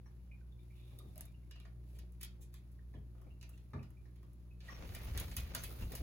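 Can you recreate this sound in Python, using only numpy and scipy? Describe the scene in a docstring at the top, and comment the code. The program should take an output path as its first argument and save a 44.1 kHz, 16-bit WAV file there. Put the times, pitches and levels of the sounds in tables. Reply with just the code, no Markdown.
"""A steady mains hum fills a small room, where a parrot turns round on top of a wooden cabinet.
It bumps the hollow cabinet, whose modes answer with a low thud. Its claws tick, rasp and slide
on the ledge: stick-slip friction excites the wood's resonances, some with a tiny pitched ring.
Feathers brush the wood, with soft, dull shuffling. Near the end a close rustle sets in, with low
surges and the rumble of a hand conducted through the microphone's housing."""
import sys
import numpy as np
from scipy import signal
from scipy.fft import rfft, irfft, next_fast_len
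from scipy.io import wavfile
from scipy.ndimage import uniform_filter1d

SR = 44100
rng = np.random.default_rng(int(sys.argv[2]) if len(sys.argv) > 2 else 0)


def output_pcm(signal):
    """Save a mono or channel-first signal as 16-bit PCM at the path in sys.argv[1].

    Samples are clipped to [-1, 1] before scaling.
    """
    pcm = np.clip(np.atleast_2d(signal).T, -1, 1) * 32767
    wavfile.write(sys.argv[1], SR, np.round(pcm).astype(np.int16))


N = 265658

# Levels are relative within each table; a spectrum gives the shape of a noise, per unit bandwidth.
MAINS_HZ = 59.98
# partials of the mains hum: harmonic_number, level_db
HUM_HARMONICS = [(1, -52.8), (2, -60.3), (3, -68.2), (5, -80.5), (6, -78.5), (10, -91)]
# slow swell of the hum: time_s, gain_db
HUM_GAIN = [(0, -1.5), (2.1, 1), (2.6, -1), (3.2, -0.2), (4.15, -1.5), (6.02, 1.5)]
# spectrum of the room's air: frequency_hz, level_db
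AIR_SPECTRUM = [(12, -31), (25, -20), (38, 1), (60, 8), (100, 5.5), (200, -5.5), (370, -11.5), (600, -22),
                (1100, -26), (2500, -38.5), (5000, -41), (8000, -44), (12000, -44), (16000, -52)]
# bumps on the cabinet: start_s, thud_db, rap_db
CABINET_BUMPS = [(0.0585, -81, -72.5), (0.91, -65.5, -76), (1.041, -61, -99), (1.191, -64.5, -70),
                 (2.938, -54.5, -68), (3.266, -70, -79), (3.733, -46.5, -55), (3.774, -58, -70),
                 (4.054, -90.5, -75), (5.549, -56, -57.5), (5.926, -60.5, -71)]
# resonances of the door panel: frequency_hz, width_hz, gain_db
PANEL_MODES = [(465, 340, 2.5), (880, 240, 6.5), (1060, 270, 5), (1220, 145, 6), (1680, 140, -2),
               (2320, 270, -2.5), (3970, 740, -17)]
# modes of the hollow cabinet: frequency_hz, level_db, t60_s
CABINET_MODES = [(88.9, 7.5, 0.27), (135.5, 7.5, 0.23), (230.6, -0.5, 0.12), (279, -10.5, 0.12),
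                 (316, -15.5, 0.16), (417.5, -11.5, 0.17), (617, -25.5, 0.35)]
# pitched ticks of beak or claw: centre_s, pitch_hz, level_db
PITCHED_TICKS = [(.062, 5700, -75.5), (0.318, 2396, -60.5), (.412, 1520, -74.5), (0.521, 3520, -75),
                 (0.593, 2380, -79), (.708, 2280, -72), (.988, 3710, -64), (1.005, 1180, -66),
                 (1.275, 2330, -74), (1.345, 2760, -73), (1.434, 2180, -81), (1.515, 2780, -63.5),
                 (2.234, 3300, -56), (2.791, 1790, -73), (2.955, 3210, -72), (3.307, 2740, -70.5),
                 (3.535, 2690, -70), (3.795, 2460, -65.5), (3.972, 2370, -73.5), (4.511, 2560, -71),
                 (4.687, 1880, -52.5), (4.697, 1104, -56), (5.162, 1950, -59), (5.372, 2530, -53),
                 (5.646, 2550, -55.5), (5.829, 2780, -59)]
# chatter of a dragged claw: start_s, length_s, pitch_hz, width_hz, level_db
CLAW_RASPS = [(0.585, 0.043, 3600, 200, -76.5), (0.713, 0.28, 2580, 550, -76),
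              (0.734, 0.32, 3570, 330, -74.5), (1.04, 0.1, 3600, 90, -76), (1.145, 0.11, 620, 60, -63),
              (1.192, 0.093, 3710, 90, -66.5), (1.495, 0.16, 2770, 140, -67.5),
              (1.505, 0.065, 4750, 200, -72), (4.683, 0.06, 1980, 150, -65), (4.695, 0.074, 5660, 90, -60),
              (4.983, 0.034, 2000, 300, -58), (5.574, 0.045, 6250, 350, -50.5),
              (5.698, 0.041, 1270, 250, -58.5)]
# strokes of feathers on wood: start_s, length_s, level_db
FEATHER_STROKES = [(.6, 0.78, -79.5), (1.14, 0.15, -89), (1.85, 0.12, -79)]
# spectrum of feather friction: frequency_hz, level_db
FEATHER_SPECTRUM = [(300, -5), (1500, -2), (2600, 3), (3100, -3.5), (3700, 1), (7000, -5), (10000, 1.5),
                    (15500, -2)]
# dull scuffs, soft shuffling early, then low surges of the close rustle: start_s, length_s, level_db
DULL_SCUFFS = [(.82, 0.52, -67.5), (1.6, 0.46, -77.5), (1.9, 0.2, -67.5), (2.37, 0.087, -69.5),
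               (3.18, 0.21, -65.5), (4.74, 0.31, -59), (5.08, 0.33, -63), (5.6, 0.36, -60),
               (5.905, 0.064, -47.5), (5.98, 0.24, -51)]
# spectrum of the dull scuffs: frequency_hz, level_db
SCUFF_SPECTRUM = [(60, 5.5), (180, -2), (400, 0.5), (620, -4.5), (1200, -20), (3000, -77), (16000, -61)]
# claws striking the ledge: time_s, tip_snap_db, wood_ring_db, foot_push_db, bite_s
CLAW_CONTACTS = [(0.9886, -46, -62.5, -85, .0008), (1.158, -54, -62.5, -89, .0015),
                 (1.1788, -43, -61.5, -73, 0.0011), (1.2087, -37.5, -57, -71, 0.00093),
                 (1.2545, -49.5, -82, -68, .003), (1.511, -56, -54.5, -83, 0.0014),
                 (1.559, -67, -63, -64.5, .002), (1.601, -61, -60.5, -68, 0.0011),
                 (1.652, -81, -61.5, -60, 0.0031), (1.9649, -71, -90, -79, 0.0021),
                 (1.988, -50.5, -58.5, -75, 0.0045), (2.121, -61, -80, -97, 0.0027),
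                 (2.2115, -42.5, -52, -82, 0.0037), (2.2312, -35, -48.5, -67, 0.0027),
                 (2.248, -42.5, -56, -73, 0.0018), (2.541, -51.5, -60, -67, 0.0017),
                 (2.7175, -62, -87, -99, 0.0064), (3.151, -88, -95, -62, 0.0016),
                 (3.181, -82, -93, -66, 0.0015), (3.215, -61, -85, -66, 0.0059),
                 (3.412, -59, -57.5, -93, 0.0016), (3.4279, -57, -53.5, -64.5, 0.0026),
                 (3.4923, -49.5, -89, -63.5, 0.0039), (3.577, -65.5, -66.5, -81, .002),
                 (3.829, -62.5, -62.5, -64, 0.0033), (3.905, -61.5, -78, -71, 0.0018),
                 (4.159, -66, -69.5, -87, 0.0048), (4.23, -66, -73, -63, 0.0024),
                 (4.3326, -63, -93, -88, 0.0022), (4.605, -69, -56.5, -102, 0.005),
                 (4.686, -71, -57, -55, 0.0049), (4.949, -39.5, -46, -61, .003),
                 (5.1755, -33, -39.5, -60, 0.0026), (5.1989, -32.5, -54, -71, 0.0038),
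                 (5.314, -55, -49.5, -85, 0.0049), (5.367, -29, -40.5, -58, 0.003),
                 (5.5494, -28.5, -38, -46, 0.002), (5.637, -33, -47.5, -63, 0.0045),
                 (5.9195, -42.5, -50.5, -74, 0.0035), (5.9522, -35, -47.5, -70, 0.0042)]
# ledge resonances under a claw: frequency_hz, width_hz, gain_db
LEDGE_MODES = [(1595, 630, -9.5), (2440, 740, 0), (2710, 466, 1.5), (3350, 1180, -5), (4660, 760, -3.5),
               (6240, 1500, -15)]
# low ledge resonances under a foot's weight: frequency_hz, width_hz, gain_db
LEDGE_LOW_MODES = [(614, 160, 0), (900, 400, -4), (1240, 300, -2)]
# claws sliding over the grain: start_s, length_s, tip_db, wood_db
CLAW_SLIDES = [(1.14, 0.13, -72, -87), (1.937, 0.047, -60, -71), (2.12, 0.037, -67, -89),
               (2.198, 0.05, -56, -59.5), (2.403, 0.043, -48.5, -74.5), (2.514, 0.089, -56, -69.5),
               (3.489, 0.15, -61, -77), (4.615, 0.12, -58, -63), (5.392, 0.04, -58, -78),
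               (5.623, 0.04, -60, -54)]
# close rustle as the rubbing presses and eases: time_s, body_db, hiss_db
RUSTLE_ENVELOPE = [(4.6, -83, -100), (4.65, -66, -78), (4.72, -56, -72), (4.87, -54.5, -68.5),
                   (5.0, -56.5, -58.5), (5.08, -54.5, -63), (5.2, -50.5, -59), (5.28, -53.5, -56),
                   (5.34, -61, -62), (5.4, -53.5, -51), (5.45, -60, -67), (5.5, -53, -63), (5.53, -59, -67),
                   (5.58, -54, -59), (5.71, -60.5, -57), (5.77, -60.5, -62.5), (5.83, -55, -59.5),
                   (5.88, -63, -65), (5.93, -55, -53.5), (6.02, -57, -62.5)]
# spectrum of the rustle's dull body: frequency_hz, level_db
RUSTLE_SPECTRUM = [(60, 18), (170, 20.5), (300, 8.5), (520, 12), (800, 7), (1250, 4.5), (2000, 3),
                   (2700, 4), (3400, -4), (6500, -6), (9000, -26), (16000, -18)]
# spectrum of the rustle's bright hiss: frequency_hz, level_db
HISS_SPECTRUM = [(1000, -36), (4000, -2.5), (7500, -12), (9200, -3), (11500, -4), (14300, 2.5), (16000, -4)]
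# shifts of the hand on the microphone's housing: start_s, length_s, level_db
HAND_SHIFTS = [(4.76, 0.33, -46.5), (5.02, 0.37, -41.5), (5.33, 0.2, -43.5), (5.58, 0.24, -53),
               (5.785, 0.12, -39), (5.97, 0.18, -41)]
# spectrum of the handling rumble: frequency_hz, level_db
RUMBLE_SPECTRUM = [(12, -65), (25, -18), (42, 4), (70, 4), (100, -4), (160, -17.5), (300, -25.5),
                   (1000, -49.5)]
# reverberation time of the room: frequency_hz, t60_s
ROOM_DECAY = [(100, 0.26), (500, 0.25), (1500, 0.29), (3500, 0.25), (9000, 0.13), (16000, 0.008)]
# likeness of diffuse sound at the two microphone ports: frequency_hz, coherence_ratio
PORT_COHERENCE = [(60, 0.26), (150, 0.8), (300, 0.74), (600, 0.2), (2000, 0.018), (6000, 0.02),
                  (8000, 0.98), (16000, 0.54)]
# phase of the right port against the left: frequency_hz, phase_rad
PORT_PHASE_SHIFT = [(200, 0), (900, -.8), (1500, -.3), (2300, -.5), (3000, -2.3), (5000, -3), (6400, 0),
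                    (8400, 3.1), (8900, 3.3), (10500, 6.2), (11400, 6.4), (13000, 9.3), (13800, 9.6),
                    (15300, 12.5), (16500, 12.6)]
# level of the left port against the right: frequency_hz, balance_db
PORT_LEVEL_BALANCE = [(500, 0.46), (1000, 1.7), (2000, -0.7), (4000, -1.5), (8000, 0)]


def from_db(db):
    """Amplitude grows tenfold for every 20 dB."""
    return 10 ** (np.asarray(db) / 20)


def rms_one(x):
    """Normalisation to unit mean power."""
    return x / np.sqrt(np.mean(x ** 2) + 1e-20)


def at_level(blow, db):
    """Equal energy: a blow is given the energy of 10 ms of steady sound at this level."""
    return from_db(db) * blow / np.sqrt(np.sum(blow ** 2) / (SR / 100))


def in_time(rows):
    """Linear interpolation of each column of a curve at every sample."""
    times_s, *columns = np.transpose(rows)
    return [np.interp(np.arange(N) / SR, times_s, column) for column in columns]


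def at_hz(points, hz):
    """Interpolation of a table along log frequency."""
    knots_hz, values = np.transpose(points)
    return np.interp(np.log(np.maximum(hz, 1)), np.log(knots_hz), values)


def add(track, start_s, sound):
    """Superposition: a sound adds to the track from its start time."""
    i = max(int(start_s * SR), 0)
    track[i:i + len(sound)] += sound[:N - i]


def drift(knots_per_s):
    """Random modulation of unit variance: straight lines join Gaussian values."""
    knots = rng.standard_normal(2000)
    return np.interp(np.arange(N) / SR * knots_per_s, np.arange(len(knots)), knots) / np.sqrt(2 / 3)


def strokes(rows, peak_share):
    """Amplitude envelope: each stroke peaks after a share of its length and dies away."""
    t, gain = np.arange(N) / SR, 0
    for start_s, length_s, db in rows:
        ramp = np.interp((t - start_s) / length_s, [0, peak_share, 1], [0, 1, 0])
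        gain = gain + from_db(db) * np.sin(np.pi / 2 * ramp)
    return gain


def diffuse(spectrum):
    """A diffuse field is only partly coherent at two points: shaped stereo noise of rms 1."""
    size = next_fast_len(N)
    hz = np.fft.rfftfreq(size, 1 / SR)
    mid, side = rfft(rng.standard_normal((2, size)))
    coherence = at_hz(PORT_COHERENCE, hz)
    pair = np.sqrt(1 + coherence) * mid + np.sqrt(1 - coherence) * side * [[1], [-1]]
    return rms_one(irfft(pair * from_db(at_hz(spectrum, hz)))[:, :N])


def resonate(force, modes):
    """Modal superposition: damped resonators add with alternating signs and slightly random weights."""
    out = 0
    for k, (hz, width_hz, db) in enumerate(modes):
        radius = np.exp(-np.pi * width_hz / SR)
        feedback = [1, -2 * radius * np.cos(2 * np.pi * hz / SR), radius ** 2]
        band = signal.lfilter([1, 0, -1], feedback, force)
        weight = from_db(db + rng.normal(0, 1.5))
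        out = out + (-1) ** k * (1 - radius ** 2) / 2 * weight * band
    return out


def contact(bite_s, drag_db=-22.5, drag_s=0.0071):
    """Contact friction: a hard tip bites in a burst of micro-slips, then drags faintly on the grain."""
    t = np.arange(SR // 10) / SR
    age = t / bite_s
    attack = (1 - np.exp(-1.8 * age)) ** 2
    grip = np.exp(-1.5 * age) + from_db(drag_db) * np.exp(-t / drag_s)
    slips = rng.standard_normal(len(t)) * from_db(rng.normal(0, 3.5, len(t)))
    return slips * attack * grip


def rubbing(spectrum, grain_db, grains_per_s, surge_db):
    """Friction noise: countless tiny slips merge into a hiss with grains and small surges; rms 1."""
    return rms_one(diffuse(spectrum) * from_db(grain_db * drift(grains_per_s) + surge_db * drift(25)))


def room_response(build_s):
    """Reverberation: dense reflections build up and decay exponentially, the treble first."""
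    t, tail = np.arange(SR // 2) / SR, 0
    white = diffuse([(20, 0), (20000, 0)])[:, :len(t)]
    spectrum, hz = rfft(white), np.fft.rfftfreq(len(t), 1 / SR)
    centres_hz = np.geomspace(100, 16000, 10)
    for centre_hz, share in zip(centres_hz, np.eye(len(centres_hz))):
        band = irfft(spectrum * np.interp(hz, centres_hz, share), len(t))
        tail = tail + band * from_db(-60 * t / at_hz(ROOM_DECAY, centre_hz))
    tail = tail * (1 - np.exp(-t / build_s))
    return tail / np.sqrt(np.sum(tail ** 2) / 2)


def in_room(direct, walls, wet_db):
    """Convolution with the room's response adds reflections to the direct sound."""
    return direct + from_db(wet_db) * signal.oaconvolve(direct[None], walls)[:, :N]


def mains_hum(waver_db, wavers_per_s):
    """Harmonic series: an appliance buzzes once per mains cycle; higher partials waver more."""
    phase = 2 * np.pi * MAINS_HZ * np.arange(N) / SR
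    buzz = 0
    for k, db in HUM_HARMONICS:
        amplitude = np.sqrt(2) * from_db(db + .55 * k ** .9 * drift(4))
        buzz = buzz + amplitude * np.cos(k * phase + .09 * k * drift(5))
    return buzz * from_db(in_time(HUM_GAIN)[0] - waver_db * drift(wavers_per_s))


def room_air(level_db):
    """Ambient noise forms a steady diffuse field, strongest in the bass."""
    return from_db(level_db) * diffuse(AIR_SPECTRUM)


def cabinet_bumps(walls, swell_cycles, lag_s, boom_db, boom_swell_s, boom_t60_s):
    """Impact excitation: the panel raps, then cabinet modes swell, the lowest last, in a dense boom."""
    raps, thuds = np.zeros((2, N))
    t = np.arange(SR // 2) / SR
    low_band = signal.butter(2, [110, 288], "band", fs=SR, output="sos")
    boom_envelope = from_db(boom_db - 60 * t / boom_t60_s) * (1 - np.exp(-t / boom_swell_s))
    for start_s, thud_db, rap_db in CABINET_BUMPS:
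        add(raps, start_s, at_level(resonate(contact(bite_s=0.0013), PANEL_MODES), rap_db))
        body = 0
        for hz, db, t60_s in CABINET_MODES:
            envelope = from_db(db - 60 * t / t60_s) * (1 - np.exp(-t * hz / swell_cycles))
            body = body + envelope * np.sin(2 * np.pi * (hz * t + rng.random()))
        boom = boom_envelope * rms_one(signal.sosfilt(low_band, rng.standard_normal(len(t))))
        add(thuds, start_s + lag_s, from_db(thud_db + 8.5) * (body + boom))
    return in_room(raps, walls, wet_db=2) + in_room(thuds, walls, wet_db=-9)


def pitched_ticks(walls, gain_db, width_hz, length_s):
    """Narrow-band resonance: a quick swell of tiny slips rings roughly round one pitch."""
    ticks, t = np.zeros(N), np.arange(SR // 10) / SR
    swell = np.sin(np.pi * np.minimum(t / length_s, 1)) ** 2
    for centre_s, pitch_hz, db in PITCHED_TICKS:
        slips = swell * rng.standard_normal(len(t))
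        ring = resonate(slips, [(pitch_hz, width_hz, 0)])
        ring = resonate(ring, [(pitch_hz, 260, 0)])  # a wider band steepens the skirts
        add(ticks, centre_s - length_s / 2, at_level(ring, db + gain_db))
    return in_room(ticks, walls, wet_db=-4.5)


def claw_rasps(walls, slips_per_s, gain_db):
    """Stick-slip motion: a dragged claw rings one resonance, narrow in a squeak, broad in a scratch."""
    rasps = 0
    for start_s, length_s, pitch_hz, width_hz, db in CLAW_RASPS:
        slips = (rng.random(N) < slips_per_s / SR) * rng.uniform(-1.94, 1, N)
        ring = resonate(slips + 1e-18, [(pitch_hz, width_hz, 0)])
        ring = resonate(ring, [(pitch_hz, pitch_hz / 2, 0)])
        rasps = rasps + rms_one(ring) * strokes([(start_s, length_s, db + gain_db)], peak_share=0.23)
    return in_room(rasps, walls, wet_db=-3.5)


def feathers(stir_db):
    """Light friction: feathers hiss as they brush the wood and stir faintly between strokes."""
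    envelope = from_db(stir_db) + strokes(FEATHER_STROKES, peak_share=0.52)
    return envelope * rubbing(FEATHER_SPECTRUM, grain_db=1.3, grains_per_s=250, surge_db=.8)


def dull_scuffs():
    """Low-frequency friction noise: soft shuffling early, then low surges of the close rustle."""
    envelope = strokes(DULL_SCUFFS, peak_share=0.33)
    return envelope * rubbing(SCUFF_SPECTRUM, grain_db=1.8, grains_per_s=80, surge_db=1.5)


def claw_clicks(walls, snap_gain_db, crack_gain_db, wood_gain_db, drag_ratio):
    """A brief force has a broad spectrum: the tip snaps, with a dry crack and a ring of the ledge."""
    tips, wood = np.zeros((2, N))
    snap_band = np.vstack([signal.butter(3, 8930, "high", fs=SR, output="sos"),
                           signal.butter(2, 14500, fs=SR, output="sos")])
    crack_band = signal.butter(2, [1000, 7500], "band", fs=SR, output="sos")
    for time_s, snap_db, ring_db, push_db, bite_s in CLAW_CONTACTS:
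        start_s = time_s - bite_s / 2
        skid = contact(bite_s, drag_db=-23, drag_s=drag_ratio * bite_s)  # a slow bite drags longer
        snap = signal.sosfilt(snap_band, skid) + .17 * signal.sosfilt(crack_band, skid)
        crack = signal.sosfilt(crack_band, contact(bite_s, drag_db=-25.5))
        add(tips, start_s, at_level(snap, snap_db + snap_gain_db))
        add(tips, start_s, at_level(crack, ring_db + crack_gain_db))
        add(wood, start_s, at_level(resonate(skid, LEDGE_MODES), ring_db + wood_gain_db))
        add(wood, start_s, at_level(resonate(skid, LEDGE_LOW_MODES), push_db + wood_gain_db))
    return in_room(tips, walls, wet_db=-7) + in_room(wood, walls, wet_db=0.5)


def claw_slides(walls, tip_gain_db, wood_gain_db):
    """Surface roughness: a claw crossing the grain hisses and drives the ledge as it presses and eases."""
    slides, t = np.zeros(N), np.arange(SR // 4) / SR
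    treble = signal.butter(2, 9500, "high", fs=SR, output="sos")
    for start_s, length_s, tip_db, wood_db in CLAW_SLIDES:
        pressure = np.sin(np.pi * np.minimum(t / length_s, 1) ** .7) ** 2
        friction = pressure * rng.standard_normal(len(t)) * from_db(rng.normal(0, 4, len(t)))
        add(slides, start_s, at_level(signal.sosfilt(treble, friction), tip_db + tip_gain_db))
        add(slides, start_s, at_level(resonate(friction, LEDGE_MODES), wood_db + wood_gain_db))
    return in_room(slides, walls, wet_db=7)


def close_rustle(walls, catches_per_s, crackle_db, snap_db):
    """Friction under uneven pressure: a dull body, a hiss and crackles as fibres catch and let go."""
    body_gain, hiss_gain = from_db(in_time(RUSTLE_ENVELOPE))
    treble = signal.butter(2, 9500, "high", fs=SR, output="sos")
    catches = (rng.random(N) < catches_per_s / SR) * rng.standard_normal(N)
    ring = resonate(catches, LEDGE_MODES + LEDGE_LOW_MODES)
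    crackle = from_db(crackle_db) * rms_one(in_room(ring, walls, wet_db=-4))
    snaps = from_db(snap_db) * rms_one(signal.sosfilt(treble, catches + 1e-18))
    body = rubbing(RUSTLE_SPECTRUM, grain_db=2.8, grains_per_s=160, surge_db=1.7)
    hiss = rubbing(HISS_SPECTRUM, grain_db=2.2, grains_per_s=250, surge_db=2)
    return body_gain * (body + crackle) + hiss_gain * (hiss + snaps)


def handling_rumble():
    """Structure-borne sound: the housing carries a hand's low rumble to both microphone ports alike."""
    rumble = diffuse(RUMBLE_SPECTRUM).mean(axis=0)
    running_rms = np.sqrt(uniform_filter1d(rumble ** 2, size=3000))
    return strokes(HAND_SHIFTS, peak_share=0.38) * rumble / running_rms


def scene():
    """Linear superposition: the room's hum, the bird on its ledge and the close rustle add up."""
    walls = room_response(build_s=0.0012)
    room_tone = mains_hum(waver_db=0.26, wavers_per_s=2) + room_air(level_db=-62)
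    brushing = feathers(stir_db=-81.5)
    scuffs = dull_scuffs()
    close = close_rustle(walls, catches_per_s=240, crackle_db=-11, snap_db=-18) + handling_rumble()
    bumps = cabinet_bumps(walls, swell_cycles=4.25, lag_s=0.00433,
                          boom_db=-7, boom_swell_s=0.01, boom_t60_s=0.33)
    slides = claw_slides(walls, tip_gain_db=-13.5, wood_gain_db=-9)
    clicks = claw_clicks(walls, snap_gain_db=-11.5, crack_gain_db=-16, wood_gain_db=-10, drag_ratio=4.2)
    ticks = pitched_ticks(walls, gain_db=-1.5, width_hz=130, length_s=0.019)
    rasps = claw_rasps(walls, slips_per_s=700, gain_db=-5.5)
    return room_tone + bumps + ticks + rasps + brushing + scuffs + clicks + slides + close


def record(dry):
    """Frequency response: each port has its own level and phase, and a steep low-pass cuts the top."""
    size = next_fast_len(N + 4096)
    hz = np.fft.rfftfreq(size, 1 / SR)
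    phase_rad = np.interp(hz, *np.transpose(PORT_PHASE_SHIFT)) * np.array([[0], [1]])
    balance = from_db(at_hz(PORT_LEVEL_BALANCE, hz) * np.array([[.5], [-.5]]))
    ports = irfft(rfft(dry, size) * balance * np.exp(1j * phase_rad), size)[:, :N]
    low_pass = signal.ellip(10, .2, 70, 15950, fs=SR, output="sos")
    return signal.sosfilt(low_pass, ports)


dry = scene()
out = record(dry)
output_pcm(out)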